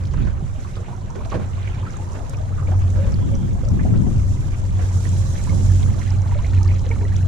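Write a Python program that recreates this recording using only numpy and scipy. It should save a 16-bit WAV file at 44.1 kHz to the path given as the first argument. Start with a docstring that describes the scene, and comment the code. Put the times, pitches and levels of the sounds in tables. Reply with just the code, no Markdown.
"""Electric dinghy on calm water

A dinghy glides under an electric outboard while the microphone turns from bow to stern.
The propeller sets the hull humming and throbbing, the motor whines faintly, wind rumbles on the mic.
Wavelets slap and gurgle along the hull, swells thump the bow, drops tick, the wake churns and fizzes.
The water is ringing bubbles and bands of noise; the hull answers with its resonances."""
import sys
import numpy as np
from scipy import signal
from scipy.io import wavfile
from scipy.ndimage import uniform_filter1d

SR = 44100
rng = np.random.default_rng(int(sys.argv[2]) if len(sys.argv) > 2 else 0)


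def file_out(sig):
    """Save sig as 16-bit WAV at sys.argv[1]."""
    # one column per channel
    cols = np.atleast_2d(sig).T
    # limit, then scale
    lim = np.clip(cols, -1, 1)
    pcm = np.round(lim * 32767).astype(np.int16)
    wavfile.write(sys.argv[1], SR, pcm)


N = 320607
T = np.arange(N) / SR


def from_db(db):
    """Decibels to gain."""
    return 10 ** (np.asarray(db) / 20)


def rms_one(x):
    """Scale to unit rms; a stereo pair by its mid."""
    return x / np.sqrt(np.mean(np.atleast_2d(x).mean(axis=0) ** 2) + 1e-20)


def in_time(rows):
    """One per-sample curve for each column after time."""
    times, *columns = np.transpose(rows)
    return [np.interp(T, times, column) for column in columns]


def at_hz(spectrum, hz):
    """Read a spectrum on a log-frequency axis."""
    freqs, values = np.transpose(spectrum)
    return np.interp(np.log(hz), np.log(freqs), values)


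def drift(rate_hz):
    """Slow random wander, rms 1."""
    hop, settle = 40, 2000
    r = np.exp(-2 * np.pi * rate_hz * hop / SR)
    slow = signal.lfilter([1], [1, -2 * r, r * r], rng.standard_normal(N // hop + settle + 2))[settle:]
    return np.interp(np.arange(N) / hop, np.arange(len(slow)), rms_one(slow))


def surges(rows):
    """Gain curve of bell-shaped surges, summed in power."""
    return np.sqrt(sum(from_db(db) ** 2 * np.exp(-np.minimum((2 * (T - peak_s) / length_s) ** 2, 50))
                       for peak_s, db, length_s in rows))


def resonate(x, hz, width_hz):
    """Two-pole resonance, unit peak gain."""
    r = np.exp(-np.pi * width_hz / SR)
    poles = [1, -2 * r * np.cos(2 * np.pi * hz / SR), r * r]
    return signal.lfilter(np.array([1, 0, -1]) * (1 - r * r) / 2, poles, x + 1e-18)


def narrow_noise(hz, width_hz, skirt_hz):
    """Two unrelated noises, each through a resonance and a wider one."""
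    return resonate(resonate(rng.standard_normal((2, N)), hz, width_hz), hz, skirt_hz)


def steady(x, samples, amount):
    """Even out the envelope by an amount 0-1; rms 1."""
    envelope = np.sqrt(uniform_filter1d(rms_one(x) ** 2, size=samples) + 1e-3)
    return rms_one(x / envelope ** amount)


def panned(left_db):
    """Channel gains for a left-minus-right level."""
    gains = from_db(np.array([[1], [-1]]) * left_db / 2)
    return gains / gains.mean(axis=0)


def stereo(mid, side, correlation):
    """Two unrelated signals to a pair of given correlation."""
    return np.sqrt(1 + correlation) * mid + np.sqrt(1 - correlation) * side * np.array([[1], [-1]])


def spread(pair, width):
    """Narrow or widen a stereo pair."""
    mid = pair.mean(axis=0)
    return mid + width * (pair - mid)


def add(out, start_s, sound):
    """Mix in a short stereo sound."""
    at = max(0, int(start_s * SR))
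    out[:, at:at + sound.shape[1]] += sound[:, :N - at]


# Likeness of the channels: (frequency [Hz], correlation [-1..1])
CORRELATION = [(25, -0.42), (70, 0.63), (130, 0.47), (250, 0.037), (500, 0.055), (1000, -0.76),
               (2000, -0.15), (4000, 0.28), (8000, -0.26), (13000, 0.14)]
def turbulence(spectrum, patchy_db, flicker_hz):
    """Stereo noise in narrow bands, each flickering partly on its own; rms 1."""
    edges = np.geomspace(spectrum[0][0], spectrum[-1][0], len(spectrum) * 2 + 1)
    out, common, white = 0, drift(flicker_hz), rng.standard_normal((2, 2, N))
    for k, band in enumerate(zip(edges, edges[1:])):
        mid, side = signal.sosfilt(signal.butter(2, band, "band", fs=SR, output="sos"), white[k % 2])
        hz = np.sqrt(band[0] * band[1])
        gain = from_db(at_hz(spectrum, hz) + patchy_db * (common + drift(flicker_hz)))
        out += gain * stereo(mid, side, at_hz(CORRELATION, hz))
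    return rms_one(out)


def bubble(hz, t60_s, rise, left_lag_s):
    """Trapped air rings, rising in pitch as it nears the surface."""
    t = np.arange(int((t60_s + abs(left_lag_s)) * SR) + 2) / SR
    delay_s = np.maximum([[left_lag_s], [-left_lag_s]], 0)
    age = np.maximum(t - delay_s, 0)
    envelope = 1.16 * (1 - np.exp(-age * hz / 0.63)) * from_db(-60 * age / t60_s)
    return envelope * np.sin(2 * np.pi * hz * (age + rise * age * age / (2 * t60_s)))


def bubble_cloud(spectrum, per_s, ring_cycles, spread_db, clump_db):
    """Small bubbles born in clumps, their levels following a spectrum; rms 1."""
    out, births = np.zeros((2, N)), np.cumsum(from_db(clump_db * drift(7)))
    low_hz, high_hz = spectrum[1][0], spectrum[-2][0]
    for when, pitch, size, rise, lag, side in rng.random((int(per_s * N / SR), 6)):
        hz = low_hz * (high_hz / low_hz) ** pitch
        db = at_hz(spectrum, hz) + spread_db * min(-np.log(1 - size), 3)
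        ring = hz * from_db(db) * bubble(hz, ring_cycles / hz, 0.32 * rise, 0.00063 * (lag - 0.5))
        add(out, np.searchsorted(births, when * births[-1]) / SR, ring * panned(8 * (side - 0.5)))
    return rms_one(out)


def splat(hz, width_hz, t60_s):
    """The surface breaks: a rough burst around one pitch; peak 1."""
    t = np.arange(int(t60_s * SR) + 200) / SR
    envelope = (1 - np.exp(-t * hz / 1.16)) * from_db(-60 * t / t60_s)
    burst = envelope * rng.standard_normal((2, len(t)))
    burst = stereo(*resonate(resonate(burst, hz, width_hz), hz, 2 * width_hz), 0.43)
    return burst / np.abs(burst).max()


# Hull throb, louder towards the stern: (time [s], level [dB])
THROB_LEVEL = [(0, -20), (.42, -26.5), (.55, -32), (1.05, -29), (1.6, -24.5), (1.75, -25.5), (2.2, -31),
               (2.58, -28.5), (2.7, -15), (2.86, -16), (3.04, -18.5), (3.22, -23.5), (3.65, -21.5),
               (4.3, -18.5), (4.65, -19), (4.82, -16.5), (5.0, -12.5), (5.1, -15), (5.29, -18),
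               (5.45, -23.5), (5.71, -9.5), (5.8, -16.5), (5.94, -17.5), (6.04, -23.5), (6.16, -14.5),
               (6.4, -23), (6.54, -11.5), (6.66, -12), (6.8, -19.5), (7.0, -15.5), (7.27, -16.5)]
def hull_throb(shaft_angle, clean_share, hum_hz=91.83, shake_db=-11, dip_db=4):
    """The hull hums just above the blade rate and shakes once a turn; water stirs its lowest mode."""
    (level_db,) = in_time(THROB_LEVEL)
    hum = np.sin(2 * np.pi * np.cumsum(hum_hz * (1 + 0.0057 * drift(2.75))) / SR)
    shake = from_db(shake_db) * np.sin(shaft_angle)
    mid, side = narrow_noise(hz=96, width_hz=15, skirt_hz=60)
    boom = rms_one(stereo(steady(mid, samples=2000, amount=0.96), rms_one(side), 0.5))
    throb = np.sqrt(2 * clean_share) * (hum + shake) + np.sqrt(1 - clean_share) * boom
    sag_db = dip_db * np.clip(drift(8.7), 0, 2)
    return from_db(level_db - 1 - sag_db) * throb * panned(-0.73)


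# Drone partials: (order [x shaft speed], level [dB])
SHAFT_ORDERS = [(3, -22.5), (4, -16), (5, -27.5), (6, -28.5), (8, -28), (12, -31)]
def drone(shaft_angle, flutter_db=3):
    """Multiples of the shaft speed, each fluttering in level."""
    out = np.zeros(N)
    for order, db in SHAFT_ORDERS:
        gain = from_db(db + flutter_db * drift(4.4))
        out += gain * np.sin(order * shaft_angle + rng.uniform(0, 2 * np.pi))
    return out


# Upper tone, rising as the motor comes into view: (time [s], level re lower tone [dB])
UPPER_TONE = [(5.9, -12), (6.6, -5), (7.27, 2)]
def whine(shaft_angle, lower_order=88, upper_order=92, flutter_db=0.7):
    """Two magnetic tones at high shaft orders, wavering separately in each channel."""
    (upper_db,) = in_time(UPPER_TONE)
    waver_rad = 1.32 * np.array([drift(13), drift(13)])
    lower = np.sin(lower_order * shaft_angle + waver_rad)
    upper = from_db(upper_db) * np.sin(upper_order * shaft_angle + waver_rad)
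    return from_db(flutter_db * drift(14)) * (lower + upper) * panned(-2)


# Propeller shaft: (time [s], speed [rev/s])
SHAFT_SPEED = [(0, 45.3), (1.9, 45.6), (3.3, 45.15), (5.3, 45.23), (5.7, 45.0), (6.0, 45.42), (6.38, 45.72),
               (6.68, 45.15), (7.0, 45.24), (7.27, 45.0)]
# Motor balance: (time [s], drone [dB], whine [dB], clean share of throb [0-1])
MOTOR_MIX = [(0, -20, -84, 0.72), (.6, -25.5, -74, 0.5), (2.5, -26, -69, 0.76), (2.8, -26, -75, 0.97),
             (3.08, -26, -77, 1), (3.3, -22, -81, 0), (4.3, -21, -80, 0.35), (4.75, -23, -76, 0.8),
             (4.98, -26, -70, 0.99), (5.17, -19.5, -55, 0.75), (5.45, -18, -59, 0.74),
             (5.75, -21, -65, 0.97), (5.95, -21.5, -68, 0.9), (6.06, -23, -58.5, 0.67),
             (6.3, -21.5, -66, 0.54), (6.52, -22.5, -61, 1), (7.0, -15.5, -64.5, 0.85),
             (7.27, -24.5, -63, 0.84)]
def outboard(wobble=0.000685):
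    """The turning shaft drives the hull throb, the drone and the whine."""
    (rev_per_s,) = in_time(SHAFT_SPEED)
    drone_db, whine_db, clean_share = in_time(MOTOR_MIX)
    angle = 2 * np.pi * np.cumsum(rev_per_s * (1 + wobble * drift(2.4))) / SR
    tones = from_db(drone_db - 4.5) * drone(angle) + from_db(whine_db) * whine(angle)
    return hull_throb(angle, clean_share) + np.sqrt(2) * tones


# Dull hull noise: (frequency [Hz], density [dB])
DRUMMING_SPECTRUM = [(100, 1), (125, 4), (170, -6.5), (240, -10.5), (380, -18)]
def drumming(mean_db=-33.5, follow=0.35):
    """Passing water drums on the hull, a little louder when it throbs."""
    (throb_db,) = in_time(THROB_LEVEL)
    level_db = mean_db + follow * (throb_db - throb_db.mean())
    noise = turbulence(DRUMMING_SPECTRUM, patchy_db=2.5, flicker_hz=8.9)
    return from_db(level_db) * spread(noise, width=0.2)


# Wind rumble: (time [s], level [dB])
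WIND_LEVEL = [(0, -31.5), (.24, -27.5), (.55, -35), (1.0, -39.5), (1.25, -32.5), (1.5, -34), (1.67, -35),
              (1.9, -37), (2.55, -31.5), (3.1, -27.5), (4.35, -27), (4.9, -31.5), (5.6, -28.5),
              (5.9, -25.5), (6.12, -36), (6.45, -27.5), (7.27, -33)]
# Gusts, plus the low body of the big wavelet slap at 1.38 s, as surges of buffeting: (peak time [s], level
# [dB], length [s])
WIND_GUSTS = [(.24, -25, 0.086), (.43, -36, 0.028), (1.38, -29.5, 0.093), (2.7, -35, 0.082),
              (3.3, -25, 0.41), (3.78, -24, 0.13), (3.99, -20, 0.24), (5.6, -28, 0.23), (5.93, -28, 0.22),
              (6.95, -39, .2)]
# Rumble and buffeting: (frequency [Hz], density [dB])
RUMBLE_SPECTRUM = [(12, -3), (25, -10), (42, -9.5), (70, -10.5), (110, -17), (150, -27.5), (250, -42)]
BUFFET_SPECTRUM = [(70, -3), (115, 1.5), (160, -2), (220, -4), (320, -15.5), (450, -25), (800, -36),
                   (1600, -64)]
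def wind(pan_db):
    """Deep rumble on the mic ports; higher buffeting follows it and flares in gusts and under the big slap."""
    (level_db,) = in_time(WIND_LEVEL)
    rumble = from_db(level_db + 5) * turbulence(RUMBLE_SPECTRUM, patchy_db=0.8, flicker_hz=9.2)
    buffet_gain = np.hypot(from_db(level_db - 14.5), surges(WIND_GUSTS))
    buffet = buffet_gain * turbulence(BUFFET_SPECTRUM, patchy_db=1.5, flicker_hz=24)
    return rumble * panned(pan_db) + spread(buffet, width=1.6) * panned(1.12 * pan_db)


# Wash: (time [s], level [dB])
HULL_WASH = [(0, -44), (.26, -45.5), (.5, -45.5), (.95, -46), (1.3, -43), (2.25, -42), (2.48, -45.5),
             (2.7, -41.5), (2.88, -44.5), (3.3, -45.5), (4.6, -45), (4.9, -43), (6.3, -45), (7.27, -44.5)]
# Wash: (frequency [Hz], density [dB])
WASH_SPECTRUM = [(230, -4), (370, 0.5), (560, -0.5), (750, -1), (1050, -2.5), (1400, -7), (2200, -33.5)]
def wash():
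    """Water runs along the hull: bubbles over a smooth rush."""
    (level_db,) = in_time(HULL_WASH)
    rush = turbulence(WASH_SPECTRUM, patchy_db=0.05, flicker_hz=13)
    bubbles = bubble_cloud(WASH_SPECTRUM, per_s=210, ring_cycles=61, spread_db=3, clump_db=2.5)
    return from_db(level_db) * (from_db(-5.5) * rush + from_db(-4.5) * bubbles) * panned(-0.5)


def spray(per_s=55, spread_db=3, low_hz=2400, high_hz=6800):
    """Fine drops patter down at random; rms 1."""
    out = np.zeros((2, N))
    for when, pitch, size in rng.random((int(per_s * N / SR), 3)):
        tick = splat(low_hz + pitch * (high_hz - low_hz), width_hz=1300, t60_s=0.017)
        add(out, when * N / SR, from_db(spread_db * min(-np.log(1 - size), 3)) * tick)
    return rms_one(out)


# Splashing, strongest astern: (time [s], level [dB])
SPLASH_LEVEL = [(0, -52.5), (.5, -60), (1.05, -58), (1.4, -56.5), (2.4, -57), (4.65, -56.5), (4.9, -53),
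                (6.6, -52), (7.27, -55)]
# Tumbling crests: (peak time [s], level [dB], length [s])
SPLASH_CRESTS = [(.24, -54.5, 0.18), (.72, -53.5, 0.3), (1.16, -47, 0.015), (1.255, -49, 0.026),
                 (1.33, -48, 0.052), (1.67, -49.5, 0.6), (2.16, -58, 0.02), (2.7, -64, 0.078),
                 (3.05, -50.5, 0.094), (6.03, -48, 0.06), (6.4, -50, 0.062), (6.56, -52, 0.076)]
# Stereo image, narrowing towards the wake: (time [s], width [x])
SPLASH_IMAGE = [(0, 0.61), (4.5, 1.05), (5.8, 0.75), (6.6, 0.32), (7.27, 0.54)]
# Splashing: (frequency [Hz], density [dB])
SPLASH_SPECTRUM = [(900, -24), (1500, 5), (2200, 2.5), (2800, -1), (3900, -6.5), (4800, -13.5), (7000, -45)]
def splashing():
    """Hiss and small bubbles surge with each crest; spray grows faster than the splashing throwing it."""
    (level_db,), (width,) = in_time(SPLASH_LEVEL), in_time(SPLASH_IMAGE)
    spray_db = level_db.mean() - 6 + 1.3 * (level_db - level_db.mean())
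    bubble_share = np.clip(0.44 + 0.024 * (spray_db + 54.5), 0.15, 0.75)
    hiss = turbulence(SPLASH_SPECTRUM, patchy_db=2.5, flicker_hz=18)
    bubbles = bubble_cloud(SPLASH_SPECTRUM, per_s=330, ring_cycles=44, spread_db=6, clump_db=3.5)
    splash = np.sqrt(1 - bubble_share) * hiss + np.sqrt(bubble_share) * bubbles
    gain = np.hypot(from_db(level_db + 1.5), surges(SPLASH_CRESTS))
    return spread(gain * splash + from_db(spray_db) * spray(), width) * panned(2.5)


# Foam, loudest facing the wake: (time [s], level [dB])
FOAM_LEVEL = [(0, -58), (.35, -60.5), (.68, -54.5), (1.03, -61), (1.3, -56.5), (1.8, -57.5), (2.13, -55),
              (2.4, -58), (2.95, -53.5), (3.55, -57), (4.28, -52), (4.7, -54.5), (4.95, -46.5), (5.8, -46),
              (6.2, -54.5), (7.27, -55)]
# Foam: (frequency [Hz], density [dB])
FOAM_SPECTRUM = [(3000, -8.5), (4700, -7.5), (5800, -1), (7200, 0.5), (8300, -7.5), (10000, -10),
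                 (11500, -18.5), (14000, -21.5)]
def foam():
    """The smallest bubbles fizz over a high hiss."""
    (level_db,) = in_time(FOAM_LEVEL)
    hiss = turbulence(FOAM_SPECTRUM, patchy_db=1.24, flicker_hz=25)
    bubbles = bubble_cloud(FOAM_SPECTRUM, per_s=440, ring_cycles=23, spread_db=-0.5, clump_db=2)
    return from_db(level_db) * (from_db(-1.5) * hiss + from_db(-8.5) * bubbles) * panned(1)


# Large bubbles: (time [s], pitch [Hz], level [dB], splashiness [0-1])
LARGE_BUBBLES = [(.136, 1074, -31.5, 0.6), (.175, 1300, -35, 0.9), (.275, 1450, -31, 0.7),
                 (.407, 780, -40, 0.5), (0.646, 1100, -31.5, 0.35), (.755, 3480, -34, 0.8),
                 (0.764, 1246, -33, 0.7), (.793, 480, -33, 0.3), (.881, 833, -34, 0.7),
                 (.914, 853, -34, .4), (0.929, 966, -32.5, 0.08), (1.098, 934, -32.5, 0.5),
                 (1.165, 404, -25.5, 0.27), (1.205, 977, -32, 0.76), (1.253, 663, -31, 0.35),
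                 (1.32, 1120, -22.5, 0.65), (1.325, 794, -24, 0.6), (1.343, 505, -22.5, 0.7),
                 (1.347, 328.4, -24, 1), (1.344, 1650, -33, 0.7), (1.397, 850, -31.5, 0.9),
                 (1.672, 2250, -30.5, 0.9), (1.83, 1035, -33.5, 0.5), (1.867, 1320, -31.5, 0.2),
                 (2.2, 705, -32, .8), (2.343, 2466, -35.5, 0.3), (2.403, 653, -28.5, 0.26),
                 (2.577, 1210, -32, 0.7), (2.596, 1180, -34, .6), (2.626, 1246, -35, .4),
                 (2.672, 2270, -34.5, .45), (2.685, 597, -30, 1), (2.716, 760, -28.5, 0.5),
                 (2.958, 1640, -39, 0.2), (2.988, 533, -27.5, 0.04), (3.632, 540, -33, 0.03),
                 (3.792, 1760, -30, 0.5), (3.85, 643, -25, 0.46), (4.063, 734, -35, 0.5),
                 (4.79, 725, -29.5, 0), (4.791, 1850, -33, 0.7), (5.052, 1900, -30, .8),
                 (5.471, 1000, -28, 0.5), (5.494, 2170, -32, 0), (5.991, 1130, -32, 0.6),
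                 (6.014, 1920, -32, 1), (6.162, 614, -45, 0), (6.32, 955, -30.5, 0), (6.356, 588, -27, 0.1),
                 (6.389, 999, -32.5, 0.3), (6.445, 2080, -34.5, .6), (6.533, 1830, -34, 0.5),
                 (6.607, 888, -32.5, 0), (6.709, 610, -41, 0.2), (6.687, 2170, -33.5, 0.7),
                 (6.711, 2360, -31, 0.35), (6.861, 507, -33, 0.1), (6.903, 455, -28.5, 0),
                 (6.913, 2250, -24, 0.12), (6.916, 920, -32, 0), (6.921, 1880, -37, 0.3),
                 (7.014, 407, -28, 0.7), (7.051, 1950, -36, 0.1), (7.116, 1707, -31, 0.8)]
def plops(rise=0.054, trail_s=0.055, trail_count=7):
    """A folding wavelet splats and sheds a large bubble; smaller ones gurgle after it."""
    out = np.zeros((2, N))
    for start_s, hz, db, splashy in LARGE_BUBBLES:
        t60_s = 0.0718 * (1000 / hz) ** 0.83
        ring = bubble(hz * (1 - rise / 6), t60_s, rise, rng.normal(0, 0.21) / hz)
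        add(out, start_s, np.sqrt(1 - splashy) * from_db(db + 0.6) * ring)
        splash_gain = np.sqrt(splashy) * from_db(db)
        add(out, start_s, splash_gain * splat(hz, 0.25 * hz, 1.5 * t60_s))
        for late in rng.random(trail_count):
            pitch, size, lag = rng.standard_normal(3)
            small_hz = hz * np.exp(0.239 * np.clip(pitch, -2, 2))
            small = bubble(small_hz, 0.436 * t60_s, rise, 0.00028 * lag)
            add(out, start_s + trail_s * late, splash_gain * from_db(2 * size - 6.5 - 8.6 * late) * small)
    return out


# Wavelet impacts: (time [s], level [dB], t60 [s])
WAVELETS = [(0.138, -29.5, 0.048), (.199, -38, 0.12), (0.268, -32, 0.11), (.406, -39, 0.029),
            (.766, -39, 0.17), (0.881, -38, 0.15), (1.151, -32, 0.17), (1.251, -27, 0.031),
            (1.317, -24, 0.072), (1.34, -25, 0.15), (1.394, -39.5, 0.42), (2.147, -33, 0.25),
            (2.332, -29.5, 0.049), (2.679, -30, 0.09), (2.716, -31, 0.1), (2.954, -38, 0.75),
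            (3.065, -33, 0.086), (3.184, -32.5, 0.07), (3.632, -35, 0.088), (3.934, -37, 0.27),
            (4.788, -36.5, 0.56), (5.474, -39, 0.11), (7.013, -32, 0.031)]
# Hull resonances: (frequency [Hz], width [Hz], gain [dB])
HULL_MODES = [(185, 30, -14), (253, 100, 6.5), (347, 66, 9), (462, 84, 7), (645, 49, 4), (820, 190, -3.5),
              (1200, 740, -3), (1525, 235, 0.5), (2450, 4200, -25)]
def slaps(attack_s=0.002, lowpass_hz=7000):
    """Each wavelet excites the hull resonances with a short, soft burst."""
    envelope = np.zeros(N)
    for start_s, db, t60_s in WAVELETS:
        age = np.clip(T - start_s, 0, 2 * t60_s)
        envelope += from_db(db - 60 * age / t60_s) * (1 - np.exp(-age / attack_s))
    noise = stereo(*rng.standard_normal((2, N)), 0.54)
    push = signal.sosfilt(signal.butter(2, lowpass_hz, fs=SR, output="sos"), noise)
    body = sum((-1) ** k * from_db(db) * resonate(push, hz, width_hz)
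               for k, (hz, width_hz, db) in enumerate(HULL_MODES))
    return envelope * rms_one(body)


# Swells at the bow: (time [s], level [dB])
BOW_SWELLS = [(.254, -17), (.425, -14), (1.342, -16)]
# Low hull modes: (frequency [Hz], gain [dB], t60 [s])
LOW_MODES = [(96, 0, 0.08), (145.6, -4, 0.11), (276, -28, 0.043)]
def thumps(lowpass_hz=500):
    """A swell's blunt push on the bow rings the lowest hull modes for a few cycles."""
    out = np.zeros(N)
    for start_s, db in BOW_SWELLS:
        age = np.clip(T - start_s, 0, 0.4)
        for hz, mode_db, t60_s in LOW_MODES:
            out += from_db(db + mode_db - 60 * age / t60_s) * np.sin(2 * np.pi * hz * age)
    return signal.sosfilt(signal.butter(1, lowpass_hz, fs=SR, output="sos"), out)


# Big drops: (time [s], pitch [Hz], level [dB], tick width [Hz])
BIG_DROPS = [(1.103, 6240, -43, 1500), (1.158, 5900, -43, 1500), (1.248, 3100, -40, 1500),
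             (1.257, 5700, -41, 2200), (1.301, 6000, -39, 900), (1.311, 3460, -41, 1200),
             (1.906, 5850, -42, 1400), (1.969, 6640, -37, 1200), (2.119, 6360, -40, 1200),
             (2.132, 6650, -40, 1200), (2.295, 6700, -33, 2490), (2.369, 5800, -39, 1180),
             (2.902, 6600, -38.5, 2000), (3.119, 5600, -36.5, 900), (3.141, 4650, -35.5, 600),
             (3.352, 5930, -35.5, 700), (3.686, 5900, -34.5, 2200), (5.09, 7260, -34, 1500),
             (5.438, 7000, -32, 1500), (5.829, 3750, -35, 900), (5.993, 5890, -36, 1400),
             (6.104, 5200, -33, 1000), (6.438, 6360, -42.5, 1200), (6.465, 5840, -39, 2200),
             (6.63, 5900, -31, 2200), (6.648, 5450, -37, 1800), (6.676, 4200, -37, 1500),
             (6.864, 3200, -35.5, 1200), (6.89, 6100, -38, 1500), (7.159, 3370, -37, 900),
             (7.164, 5880, -32, 1400)]
def droplets():
    """A drop lands with a tick and rings a pinhead bubble."""
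    out = np.zeros((2, N))
    for start_s, hz, db, width_hz in BIG_DROPS:
        add(out, start_s, from_db(db + 3) * splat(hz, width_hz, t60_s=0.024))
        add(out, start_s, from_db(db - 6) * bubble(hz, t60_s=0.012, rise=0.058, left_lag_s=2e-5))
    return out


# Soft hiss: (time [s], level [dB])
SWISH_LEVEL = [(3.0, -100), (3.17, -59.5), (3.45, -58.5), (3.62, -86)]
def swish():
    """A brief hiss in one narrow band."""
    (level_db,) = in_time(SWISH_LEVEL)
    hiss = narrow_noise(hz=3230, width_hz=420, skirt_hz=840)
    return from_db(level_db) * rms_one(stereo(*hiss, 0.4))


# Air pocket hoots: (peak time [s], level [dB], length [s])
POCKET_HOOTS = [(3.05, -35.5, 0.11), (3.335, -38, 0.043), (3.68, -38, 0.051), (5.53, -41, 0.065)]
def glugs():
    """Water works an air pocket under the hull, which hoots at its own pitch."""
    hoot, _ = narrow_noise(hz=555, width_hz=32, skirt_hz=96)
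    return surges(POCKET_HOOTS) * steady(hoot, samples=600, amount=0.51)


# Churn behind the propeller: (time [s], level [dB])
WAKE_LEVEL = [(4.5, -85), (5.4, -53.5), (6.0, -48.5), (7.27, -49)]
# Churn bubbles: (frequency [Hz], level [dB])
WAKE_SPECTRUM = [(380, 2), (450, 2), (1000, -0.5), (1500, -6), (2200, -8.5), (3500, -12)]
def churn():
    """The propeller stirs up a gurgle of larger bubbles."""
    (level_db,) = in_time(WAKE_LEVEL)
    bubbles = bubble_cloud(WAKE_SPECTRUM, per_s=110, ring_cycles=41, spread_db=2.5, clump_db=1.5)
    return from_db(level_db) * bubbles


# Left-minus-right balance: (time [s], water [dB], wind [dB])
BALANCE = [(0, -5.5, -9), (.7, -5, -3.5), (1.3, -5.5, -2), (2.5, -5, 2.5), (3.3, -5, 0.5), (4.1, -6, 4.5),
           (4.7, -5.5, 2), (5.5, -6.5, -3.5), (7.27, -4, -10)]
def scene():
    """Water lies mostly to the right; wind shifts from side to side as the mic turns."""
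    water_pan_db, wind_pan_db = in_time(BALANCE)
    water = wash() + splashing() + foam() + plops() + slaps() + thumps()
    water += droplets() + swish() + glugs() + churn()
    return outboard() + drumming() + wind(wind_pan_db) + water * panned(water_pan_db)


def record(dry, highpass_hz=10, lowpass_hz=14800):
    """Cut the deepest bass and the top."""
    dry = signal.sosfilt(signal.butter(2, highpass_hz, "high", fs=SR, output="sos"), dry)
    return signal.sosfilt(signal.ellip(10, 0.1, 80, lowpass_hz, fs=SR, output="sos"), dry)


dry = scene()
out = record(dry)
file_out(out)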